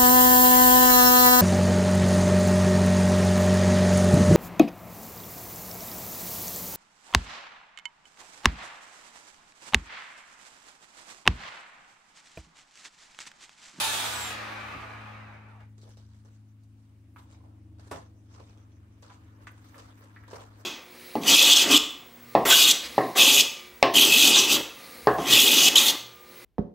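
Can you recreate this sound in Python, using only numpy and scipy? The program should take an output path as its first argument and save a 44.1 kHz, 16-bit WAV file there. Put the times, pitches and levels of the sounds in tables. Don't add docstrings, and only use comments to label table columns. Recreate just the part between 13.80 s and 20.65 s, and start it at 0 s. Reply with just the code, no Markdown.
import sys
import numpy as np
from scipy import signal
from scipy.io import wavfile

SR = 44100
rng = np.random.default_rng(int(sys.argv[2]) if len(sys.argv) > 2 else 0)


def ratio_of_db(decibels):
    return 10 ** (np.asarray(decibels, float) / 20)


def waveform_to_disk(signal):
    frames = np.transpose(np.atleast_2d(signal))
    scaled = np.clip(frames, -1, 1) * 32767
    samples = np.round(scaled).astype(np.int16)
    wavfile.write(sys.argv[1], SR, samples)


N = 302084


def in_time(rows):
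    s, *columns = np.transpose(rows)
    return np.array([np.interp(np.arange(N) / SR, s, c) for c in columns])


def at_hz(points, hz):
    table_hz, values = np.transpose(points)
    return np.interp(np.log(hz), np.log(table_hz), values)


def rms_one(x):
    return x / np.sqrt(np.mean(x ** 2) + 1e-20)


def highpass(x, hz):
    return signal.sosfilt(signal.butter(2, hz, "high", fs=SR, output="sos"), x)


def drift(rate, order=1):
    r = np.exp(-80 * np.pi * rate / SR)
    noise = rng.standard_normal(N // 40 + 2002)
    slow = signal.lfilter([1], [1, -2 * r, r * r], noise)[2000:]
    return np.interp(np.arange(0, N, order) / 40, np.arange(len(slow)), rms_one(slow - slow.mean()))


def tone(hz, level_db, wobble_db, rate):
    strength = np.sqrt(2) * ratio_of_db(level_db + wobble_db * drift(rate)[:len(hz)])
    return strength * np.sin(2 * np.pi * (np.cumsum(hz) / SR + rng.random()))


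# f/Hz, likeness/0-1
EAR_LIKENESS = [(30, 0.95), (120, 0.88), (300, 0.92), (450, 0.57), (700, 0), (1200, 0), (2500, .2),
                (8000, 0)]


def coloured(gate, colour, zones, zone_db, patchy_db, lean, wide):
    fine = np.geomspace(20, 16000, 600)
    power = ratio_of_db(at_hz(colour, fine)) ** 2 * np.gradient(fine)
    zone_power = [power[(fine > low) & (fine < high)].sum() for low, high in zones]
    bend_db = 20 * np.log10(ratio_of_db(zone_db) / np.sqrt(np.c_[zone_power]))
    middles = [(low ** .75 * high ** .25, low ** .25 * high ** .75) for low, high in zones]
    centres = np.log(middles).ravel()
    n = gate.shape[-1]
    white = gate * rng.standard_normal((2, 2, n))
    out = np.zeros((2, n))
    edges = np.geomspace(colour[0][0], 16500, round(3 * np.log2(16500 / colour[0][0])))
    for k, (low, high) in enumerate(zip(edges, edges[1:])):
        band = signal.butter(2, [low, high], "band", fs=SR, output="sos")
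        mid, side = signal.sosfilt(band, white[k % 2])
        hz = np.sqrt(low * high)
        shares = np.array([np.interp(np.log(hz), centres, one.repeat(2)) for one in np.eye(len(zones))])
        patches_db = patchy_db * drift(14, order=64)[:zone_db.shape[1]]
        gain = ratio_of_db(at_hz(colour, hz) + shares @ bend_db + patches_db) * np.sqrt(SR / 2)
        gain = np.interp(np.arange(n) / 64, np.arange(len(gain)), gain)
        alike = np.clip(at_hz(EAR_LIKENESS, hz), -1, 1)
        spread = wide * np.sqrt((1 - alike) / (1 + alike)) * side * [[1], [-1]]
        ears = ratio_of_db(at_hz(lean, hz) * np.array([[.5], [-.5]]))
        out += gain * ears * (mid + spread)
    return out


def ring(clicks, hz, t60):
    r, w = ratio_of_db(-60 / (t60 * SR)), 2 * np.pi * hz / SR
    return signal.lfilter([0, np.sin(w)], [1, -2 * r * np.cos(w), r * r], clicks)


def resonant(x, peaks):
    out = x.copy()
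    for hz, width_hz, lift_db in peaks:
        r = np.exp(-np.pi * width_hz / SR)
        poles = [1, -2 * r * np.cos(2 * np.pi * hz / SR), r * r]
        out += (ratio_of_db(lift_db) - 1) * signal.lfilter([(1 - r * r) / 2, 0, (r * r - 1) / 2], poles, x)
    return out


def yard(x, wet_db):
    n, t = x.shape[1], np.arange(SR // 3) / SR
    noise = signal.lfilter([.6], [1, -.2], rng.standard_normal((2, 2, len(t))))
    washes = highpass(noise * ratio_of_db(-60 * t / .24) * (t > .003), 330)
    washes = washes / np.sqrt((washes ** 2).sum(axis=2, keepdims=True))
    turn = 2 * np.pi * 1.3 * np.arange(n) / SR
    shares = [np.cos(turn), np.sin(turn)]
    wet = sum(signal.oaconvolve(x * share, wash, axes=1)[:, :n] for share, wash in zip(shares, washes))
    return (x + ratio_of_db(wet_db) * wet) / np.sqrt(1 + ratio_of_db(wet_db) ** 2)


BRIGHT_SHARE = [-1.0, 0, 1.0, .8]


def swells(rows, zone_db):
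    s, rise, fall, level_db, bright_db = np.transpose(rows)[:, :, None]
    t = np.arange(0, N, 64) / SR - s
    shape = ratio_of_db(level_db - 20 * np.maximum(-t / rise, t / fall)) ** 2
    return ratio_of_db(np.array(zone_db)[:, None] + np.outer(BRIGHT_SHARE, bright_db)) ** 2 @ shape


FULL_SPEED_DB = [-41, -36, -44, -50.5]
DB_PER_DECADE = [28, 29.5, 40.5, 52.1]
CHIPS_DB = [-42, -43, -30, -32]
CHIPS_END_DB_PER_S = [40, 40, 60, 200]
# t/s, level/dB
LAST_LINKS = [
    (1.18, -57),
    (1.535, -60),
    (1.69, -60),
    (1.757, -63),
    (1.805, -58),
]


def saw_levels(whine_hz):
    t = np.arange(len(whine_hz)) * 64 / SR
    rattle_db = np.c_[FULL_SPEED_DB] + np.c_[DB_PER_DECADE] * np.log10(whine_hz / whine_hz[0])
    rattle_db = rattle_db - 130 * (t - 1.8).clip(0)
    chips_db = np.c_[CHIPS_DB] - 28 * t - np.c_[CHIPS_END_DB_PER_S] * (t - .5).clip(0)
    catches = [(s, .016, .05, db, 0) for s, db in LAST_LINKS]
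    links = swells(catches, [-1, 1, -11, -18])[:, :len(t)]
    return 10 * np.log10(ratio_of_db(rattle_db) ** 2 + ratio_of_db(chips_db) ** 2 + links + 1e-13)


# low f/Hz, high f/Hz
SAW_ZONES = [(350, 1000), (1000, 2900), (2900, 6000), (6000, 15500)]
# f/Hz, level/dB per Hz
SAW_COLOUR = [(88, -40.5), (150, -7), (213, -19), (291, -10.5), (420, -8), (684, -4), (864, -3),
              (2890, -10), (3440, -3), (4980, -11), (7640, 0), (15700, -10)]
# f/Hz, level/dB
SAW_LEAN = [(60, -2), (180, -10), (550, 0.5), (1650, 1), (4970, -4), (15000, 1.5)]


def chain_rattle(shaft_hz, levels_db):
    n = len(shaft_hz)
    links = np.cumsum(shaft_hz * 3 * (1 + .03 * drift(60)[:n])) / SR % 1
    gate = rms_one(.7 + ratio_of_db(3 * drift(71)[:n]) * np.exp(-3.0 * links))
    return coloured(gate, SAW_COLOUR, SAW_ZONES, levels_db, patchy_db=0.5, lean=SAW_LEAN, wide=0.55)


# turns off, level/dB
SIDEBANDS = [(0, 0), (.5, -7), (-.5, -11)]
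# f/Hz, level/dB
WHINE_COLOUR = [(450, -90), (900, -82), (1150, -74), (1350, -65), (1550, -72), (1800, -77), (2400, -69),
                (3100, -76), (3700, -76), (4700, -70), (5300, -75), (5900, -74), (6600, -70), (7600, -45),
                (8300, -51), (8900, -51), (9700, -44)]


def motor_whine(whine_hz, shaft_hz):
    n, out = len(whine_hz), 0
    for turns, side_db in SIDEBANDS:
        hz = (whine_hz + turns * shaft_hz) * (1 + .002 * drift(60)[:n])
        out = out + tone(hz, at_hz(WHINE_COLOUR, whine_hz) + side_db, wobble_db=3, rate=20)
    slot_hz = 24 * shaft_hz
    slot_colour = [(400, -85), (560, -75), (720, -68), (900, -74), (2400, -70), (3500, -80), (7500, -70)]
    slot_db = at_hz(slot_colour, slot_hz)
    return out + tone(slot_hz * (1 + .006 * drift(40)[:n]), slot_db, wobble_db=4, rate=20)


# multiple of the turn, level/dB
SHAFT = [(1, -56.5), (2, -54.5), (3, -50.5), (6, -49), (9, -48.5), (12, -50), (40 / 3, -46), (18, -56)]


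def shaft_hum(shaft_hz, load_db):
    n = len(shaft_hz)
    return sum(tone(turns * shaft_hz * (1 + .012 * drift(25)[:n]), level_db + load_db, wobble_db=1.5, rate=15)
               for turns, level_db in SHAFT)


def gear_teeth(shaft_hz, load_db, housing_db):
    n = len(shaft_hz)
    turn = 2 * np.pi * np.cumsum(shaft_hz * (1 + .006 * drift(15)[:n])) / SR
    comb = np.zeros(n)
    for k in range(4, 29):
        tooth_db = rng.normal(0, 1.5) - .5 * (k - 10)
        comb += np.sin(k * turn + 2 * np.pi * rng.random()) * ratio_of_db(tooth_db)
    level_db = housing_db.repeat(64)[:n] - 21 - .15 * load_db.clip(-35, 0)
    return ratio_of_db(level_db) * highpass(comb, 650)


# t/s, f/Hz
SPEED = [(0, 10130), (.2, 8910), (.47, 7355), (.7, 6150), (.85, 5355), (1.0, 4620), (1.15, 3940),
         (1.32, 3280), (1.55, 2200), (1.7, 1420), (1.8, 920), (1.9, 450)]
# t/s, share/0-1
SWING = [
    (0, 0),
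    (.25, .2),
    (.5, 1),
    (.95, 1),
    (1.3, .6),
    (1.8, .1),
]
# f/Hz, width/Hz, level/dB
HOUSING = [(480, 150, 2), (1900, 610, 1.5), (2500, 370, 3), (2580, 120, 1.5), (3350, 120, 2),
           (3976, 71, -0.5), (4540, 78, -2.5)]


def saw():
    n = round(2.1 * SR)
    whine_hz = in_time(SPEED)[0, :n]
    shaft_hz = whine_hz / 33
    levels_db = saw_levels(whine_hz[::64])
    load_db = 45 * np.log10(whine_hz / whine_hz[0])
    rattle = chain_rattle(shaft_hz, levels_db)
    whine = motor_whine(whine_hz, shaft_hz)
    teeth = gear_teeth(shaft_hz, load_db, levels_db[1])
    swung = in_time(SWING)[0, :n].clip(0, 1)
    end_on = resonant(rattle + teeth, [(864, 110, 5)])
    side_on = resonant(rattle + teeth, [(1190, 150, 6)])
    shell = (1 - swung) * end_on + swung * side_on
    body = ratio_of_db(-2) * resonant(shell, HOUSING) + shaft_hum(shaft_hz, load_db) + .4 * whine
    lead = round(.2 * SR)
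    echoed = yard(np.pad(body, ((0, 0), (lead, 0)), "reflect"), wet_db=2.0)[:, lead:]
    sound = echoed + (.9 * whine + ratio_of_db(-1.5) * teeth) * ratio_of_db([[-1.5], [1.5]])
    return np.pad(sound, ((0, 0), (0, N - n)))


# t/s, blade rate f/Hz, blade level/dB, how far the exhaust faces this way level/dB
PLANE = [
    (0, 108.2, -51, -6),
    (.7, 107.8, -48, 5.5),
    (1.5, 107.3, -49, -4.5),
    (2.2, 106.8, -53, -10),
    (3, 106.4, -54.5, -5),
    (3.8, 105.8, -53, 2.5),
    (5.2, 105.05, -54, -1),
    (6.0, 104.6, -56, 0),
    (6.85, 104.3, -55, -1),
]
# times the blade rate, level/dB, share of the blade swell, share of the facing
EXHAUST = [(2, -64.5, 1.88, 0.0), (5 / 2, -65, .4, .4), (17 / 6, -70, 0.0, 1.1), (3, -69, 0.0, 2.1)]
# sixths of the blade rate, level/dB below the blades
FAINT_ORDERS = [(9, -22.5), (11, -25), (14, -29), (16, -26), (19, -30), (20, -31.5)]


def plane():
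    blade_hz, blade_db, facing_db = in_time(PLANE)
    swell_db = blade_db - blade_db.mean()
    out = tone(blade_hz, blade_db, wobble_db=1.5, rate=1)
    for k, level_db, swell, facing in EXHAUST:
        exhaust_db = level_db + swell * swell_db + facing * facing_db
        out += tone(k * blade_hz, exhaust_db, wobble_db=1.5, rate=3)
    for k, level_db in FAINT_ORDERS:
        out += tone(k / 6 * blade_hz, blade_db.mean() + level_db, wobble_db=0.5, rate=.7)
    return out


# t/s, f/Hz, level/dB
ENGINE = [
    (0, 73.5, -67),
    (.7, 75.5, -59),
    (1.3, 77.5, -61),
    (2, 79, -65),
    (3.2, 80.7, -60),
    (4.2, 82.2, -58),
    (5, 83, -61),
    (5.8, 83.5, -63),
    (6.1, 83.5, -71),
]


def far_engine():
    hz, level_db = in_time([*ENGINE, (6.3, 83.1, -81)])
    return tone(hz * (1 + 0.0031 * drift(5)), level_db, wobble_db=3.5, rate=2.5)


# t/s, level/dB
AIR = [
    (0, 2.5),
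    (1.2, 4.5),
    (2.5, -6.5),
    (3.5, -1),
    (4.6, 2),
    (5.6, 2),
    (6.85, 1),
]
# low f/Hz, high f/Hz
AIR_ZONES = [(30, 150), (280, 700), (1000, 4000), (4000, 15500)]
# f/Hz, level/dB per Hz
AIR_COLOUR = [(25, -17.5), (45, -8), (65, 10), (130, -9), (300, -15.5), (500, -25), (1000, -25.5),
              (2500, -27.5), (5000, -41), (6200, -39.5), (7500, -44), (9300, -40.5), (11000, -49),
              (15700, -45.5)]


def open_air():
    zone_db = np.c_[[-63.5, -72.5, -81, -84]] + np.c_[[0.82, 1.1, 0.14, .05]] * in_time(AIR)[:, ::64]
    return coloured(np.ones(N), AIR_COLOUR, AIR_ZONES, zone_db, patchy_db=-1.5,
                    lean=[(60, 1.2), (1000, .3)], wide=1)


# t/s, peak level/dB, f/Hz
THUDS = [
    (0.949, -31.5, 84.6),
    (4.118, -33, 86.6),
    (4.143, -38, 86.6),
    (4.178, -40, 86.5),
    (6.549, -39.5, 82.6),
]
# t/s, peak level/dB, ring
# f/Hz
TICKS = [(1.063, -64, 3480), (1.1764, -62, 5500), (1.276, -68, 3490), (1.43, -70, 4200), (1.526, -68, 6000),
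         (1.54, -68, 4000), (1.613, -72, 3480), (1.688, -70, 4500), (1.759, -72, 6500), (1.9813, -60, 3980),
         (2.0157, -55, 4400), (2.0296, -54, 4600), (2.092, -55, 7480), (2.092, -62, 2900),
         (2.105, -64, 2600), (2.1713, -53, 4400), (2.3449, -64, 2220), (2.4497, -63, 6010),
         (2.5475, -67, 5930), (3.385, -60, 7500), (3.43, -60, 8000), (3.505, -60, 3900), (3.512, -58, 2400),
         (3.512, -62, 8000), (3.525, -60, 3900), (3.546, -57, 2400), (3.55, -60, 3900), (4.114, -46, 2780),
         (4.1185, -48, 5200), (4.125, -50, 3800), (4.166, -56, 3000), (4.5197, -63, 2020),
         (4.5421, -56, 2200), (4.565, -60, 7500), (4.6394, -58, 3600), (4.685, -60, 2600),
         (4.7756, -59, 2700), (4.7756, -63, 5800), (4.9193, -64, 3400), (5.1253, -67, 6000),
         (5.1807, -66, 2620), (5.224, -56, 6200), (5.2311, -52, 2670), (5.235, -54, 3900),
         (5.252, -58, 2400), (5.2964, -56, 3900), (5.3383, -54, 3500), (5.3383, -55, 5900),
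         (5.4456, -63, 7000), (5.671, -54, 6200), (5.6765, -51, 3700), (5.6765, -55, 6500),
         (5.982, -52, 3900), (5.982, -55, 7500), (5.998, -56, 3600), (6.481, -54, 4200), (6.503, -54, 5000),
         (6.511, -48, 5500), (6.518, -54, 3500), (6.557, -50, 2300), (6.562, -50, 5500), (6.601, -50, 3400)]
# t/s, peak level/dB, ring f/Hz, crack level/dB
KNOCKS = [(1.981, -51, 385, -73), (2.014, -60, 425, -68), (2.032, -44.5, 426, -62), (2.064, -50, 430, -75),
          (2.078, -48, 480, -75), (2.092, -52, 900, -75), (2.172, -46, 500, -60), (2.345, -59, 397, -67),
          (2.449, -50, 411, -66.5), (2.835, -67.5, 394, -64), (3.361, -35, 1250, -70),
          (3.388, -50, 1250, -70), (3.421, -50, 1230, -65), (3.546, -50, 880, -75), (3.64, -53, 860, -80),
          (3.995, -45, 620, -63), (4.07, -45, 403, -61), (4.1105, -40, 1300, -50), (4.113, -27, 400, -38),
          (4.1152, -22, 850, -45), (4.1225, -29, 450, -48), (4.127, -32, 1300, -52), (4.133, -36, 800, -60),
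          (4.146, -35, 450, -60), (4.16, -36, 600, -62), (4.1635, -38, 900, -62), (4.173, -36, 420, -65),
          (4.185, -40, 380, -70), (4.585, -48, 700, -70), (4.599, -41, 480, -65), (4.776, -51.5, 406, -67),
          (5.229, -45, 976, -60.5), (5.297, -44, 1170, -70), (5.302, -38, 1130, -68),
          (5.313, -38, 1000, -70), (5.629, -53, 1394, -68), (5.671, -27.5, 1505, -56.5),
          (5.719, -51, 500, -73), (5.944, -38, 1765, -63.5), (5.98, -53, 900, -49),
          (6.239, -50, 540, -54.5), (6.3625, -35, 1750, -77.5), (6.3685, -38, 1900, -78),
          (6.437, -39, 1700, -72), (6.479, -50, 560, -60), (6.494, -45, 471, -70), (6.508, -40, 692, -62),
          (6.531, -27, 466, -56.5), (6.541, -36, 450, -65), (6.548, -32, 600, -65), (6.558, -35, 900, -56),
          (6.566, -38, 700, -62), (6.578, -42, 600, -68), (6.607, -42, 527, -74)]
# f/Hz, time to fade 60 dB t/s
KNOCK_T60 = [(400, 0.042), (1500, 0.026)]


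def knocks():
    out, t = np.zeros((2, N + SR)), np.arange(SR // 6) / SR
    bright = signal.butter(2, [2800, 10500], "band", fs=SR, output="sos")
    dull = signal.butter(4, 2500, fs=SR, output="sos")
    modes = [(1, 1.6), (1.14, 1), (1.32, .8), (.82, 0.7), (1.68, 0.6), (2.02, 0.7), (3.0, .4)]
    for s, peak_db, hz, crack_db in KNOCKS:
        t60 = at_hz(KNOCK_T60, hz)
        push = np.gradient(t * np.exp(-t * hz / .16))
        rings = sum(share * rng.uniform(.6, 1.2) * ring(push, hz * ratio, t60 / ratio) for ratio, share in modes)
        rings = highpass(signal.sosfilt(dull, rings), .6 * hz)
        crack = signal.sosfilt(bright, rng.standard_normal(len(t)))
        crack *= np.exp(-t / 0.006) + 0.35 * ratio_of_db(-60 * t / t60)
        sound = ratio_of_db(peak_db - 0.8) * rings / np.abs(rings).max() + ratio_of_db(crack_db - 3.0) * crack
        out[:, round(s * SR):][:, :len(t)] += sound * ratio_of_db([[-1.25], [1.25]])
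    for s, peak_db, hz in TICKS:
        push = rng.standard_normal((2, 600)) * np.exp(-t[:600] / .0004)
        snap = ring(push, hz, 22 / hz) + .7 * ring(push, 1.22 * hz, 22 / hz)
        out[:, round(s * SR):][:, :600] += ratio_of_db(peak_db + 9.0) * snap / np.abs(snap).max()
    out += ratio_of_db(-4) * np.roll(highpass(out[::-1], 750), round(.0062 * SR), axis=1)
    for s, peak_db, hz in THUDS:
        push = rng.standard_normal(len(t)) * t * np.exp(-t / 0.004)
        thud = ring(push, hz, .15) + 1.2 * ring(push, 1.9 * hz, .08) + 1.6 * ring(push, 3.3 * hz, .06)
        out[:, round(s * SR):][:, :len(t)] += ratio_of_db(peak_db - 0.5) * thud / np.abs(thud).max()
    return out[:, :N]


GROUND_DB = [4, 0, -7, -24.5]
GRASS_DB = [-30, -20, -9, 0]
TAP_DB = [-10, 0.5, -20, -32]
SHUFFLE_DB = [-4.5, 2.5, -11, -17]
# t/s, time to fade 20 dB t/s, level/dB, brightness level/dB
TREADS = [(1.98, .04, -67, 11), (2.015, .08, -69.5, 11.5), (2.171, 0.18, -67, 6), (2.449, 0.2, -70.5, 2.5),
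          (3.385, 0.09, -62, 2), (3.985, .05, -70, 3), (3.996, 0.08, -60, 4), (4.03, .12, -66, 7),
          (4.073, 0.11, -66, 10), (4.113, .12, -48, 1), (4.16, 0.09, -53, 1), (5.226, .12, -59, 4),
          (5.671, .025, -58, 9), (5.981, .1, -55, 4), (6.48, 0.26, -60, 5), (6.533, .13, -51, 0),
          (6.605, 0.14, -58.5, 0)]
# peak t/s, time to 20 dB down t/s, level/dB, brightness level/dB
SCUFFS = [(2.035, .08, -72, 11), (2.08, .06, -70, -5), (2.12, .1, -70, 11), (2.36, 0.16, -73.5, 8),
          (2.55, .1, -78, 9), (2.69, .05, -80, 4), (2.84, -0.04, -82.5, 6), (3.049, -0.2, -81, 6.5),
          (3.53, .1, -67, 5), (3.66, 0.24, -74, -5.5), (4.55, 0.1, -65, 6.5), (4.604, .08, -60, -1),
          (4.7, 0.15, -66.5, 5.5), (5.32, .12, -66, 4), (5.63, 0.07, -66, 0.5), (5.87, .12, -67, 9),
          (5.965, .04, -60, -1), (5.78, .1, -72, 8), (6.07, 0.15, -65.5, 5), (6.24, 0.04, -63.5, 0.5),
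          (6.513, 0.025, -56, 7), (6.56, 0.02, -54, 7), (6.805, 0.13, -64, 1.5)]
# t/s, time to fade 20 dB t/s, level/dB
TAPS = [
    (3.362, 0.08, -55.5),
    (5.301, 0.06, -56.5),
    (5.67, .07, -50),
    (5.945, .12, -60),
    (6.364, .12, -63),
    (6.438, .06, -63),
]
# t/s, time to 20 dB down t/s, level/dB
SWISHES = [(3.385, .07, -71), (5.22, .05, -78), (5.64, .03, -76), (5.718, .015, -64), (5.86, .12, -74),
           (5.96, .1, -69), (6.2, .1, -72), (6.36, .05, -78), (6.44, .02, -72), (6.55, .12, -70),
           (6.68, .08, -76), (6.805, .07, -71)]
# t/s, level/dB
SHUFFLE = [
    (1.9, -110),
    (2.0, -85),
    (2.9, -91.5),
    (3.9, -87.5),
    (4.45, -86.5),
    (4.8, -76),
    (5.15, -78),
    (5.5, -71),
    (6.2, -66),
    (6.85, -69.5),
]


def ground_levels():
    rise_s = .002
    contacts = [(s, rise_s, *rest) for s, *rest in TREADS]
    contacts += [(s, length, length, *rest) for s, length, *rest in SCUFFS]
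    taps = swells([(s, rise_s, fall, db, 0) for s, fall, db in TAPS], TAP_DB)
    swishes = swells([(s, length, length, db, 0) for s, length, db in SWISHES], GRASS_DB)
    shuffle = ratio_of_db(in_time(SHUFFLE)[:, ::64] + np.c_[SHUFFLE_DB]) ** 2
    return 10 * np.log10(swells(contacts, GROUND_DB) + taps + swishes + shuffle)


def grains(per_s, spread_db):
    sizes = ratio_of_db(spread_db * np.minimum(rng.exponential(size=N), 5)) * rng.choice([-1, 1], N)
    return rms_one(sizes * (rng.random(N) < per_s / SR))


# low f/Hz, high f/Hz
RUSTLE_ZONES = [(350, 1000), (1000, 3500), (3500, 10000), (10000, 15500)]
# f/Hz, level/dB per Hz
GROUND = [(250, -13), (450, 1.5), (1000, -2), (2000, -12), (4000, -19), (7000, -25.5), (10500, -32),
          (12000, -34), (15700, -31)]


def steps():
    block = round(1.9 * SR / 64)
    start = 64 * block
    tail = np.exp(-np.arange(300) / 70)
    tail /= tail.sum()
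    crunch = [signal.oaconvolve(grains(per_s=500, spread_db=2.4) ** 2, tail)[start:N].clip(0) for _ in range(2)]
    gate = rms_one(0.48 + np.sqrt(crunch))[:, None]
    sound = coloured(gate, GROUND, RUSTLE_ZONES, ground_levels()[:, block:], patchy_db=2.5,
                     lean=[(300, -.6), (15000, -0.66)], wide=1.25)
    return np.pad(sound, ((0, 0), (start, 0)))


# t/s, length t/s, level/dB
CHIRPS = [(2.36, .07, -89), (2.48, .05, -90), (2.55, .04, -80.5), (2.70, 0.047, -85.5), (2.82, .05, -91),
          (4.25, 0.083, -78), (4.39, .07, -79.5), (4.81, .08, -78.5), (4.95, .07, -81),
          (5.14, 0.044, -84.5), (5.33, 0.072, -79), (5.48, .06, -91), (6.74, .05, -92)]


def chirps():
    t = np.arange(N) / SR
    swell = sum(ratio_of_db(level_db) * np.exp(-(2 * (t - s) / length) ** 4) for s, length, level_db in CHIRPS)
    band = signal.butter(2, [6070 - 450, 6070 + 450], "band", fs=SR, output="sos")
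    hiss = rms_one(signal.sosfilt(band, rng.standard_normal((2, N))))
    return swell * ratio_of_db(2.5 * drift(70)) * hiss


# f/Hz, width/Hz, level/dB
SOIL = [(1000, 350, 2.5), (480, 120, 1.5)]
# f/Hz, width/Hz, level/dB
PORTS = [(6070, 670, 2.5), (8150, 1200, 3.5), (8810, 310, -1)]


def scene():
    drone = plane() * ratio_of_db([[1.1], [-1.1]]) + far_engine()
    ground = resonant(steps(), SOIL) + yard(knocks(), wet_db=-4)
    feet = ratio_of_db(-3.5) * resonant(ground, PORTS)
    return saw() + drone + open_air() + feet + chirps()


def low_pass(x):
    return signal.sosfilt(signal.butter(12, 16570, fs=SR, output="sos"), x)


def record(dry):
    top_cut = signal.ellip(12, .5, 70, 15750, fs=SR, output="sos")
    mix = signal.sosfilt(top_cut, highpass(dry, 40))
    return low_pass(mix)


dry = scene()
out = record(dry)
waveform_to_disk(out)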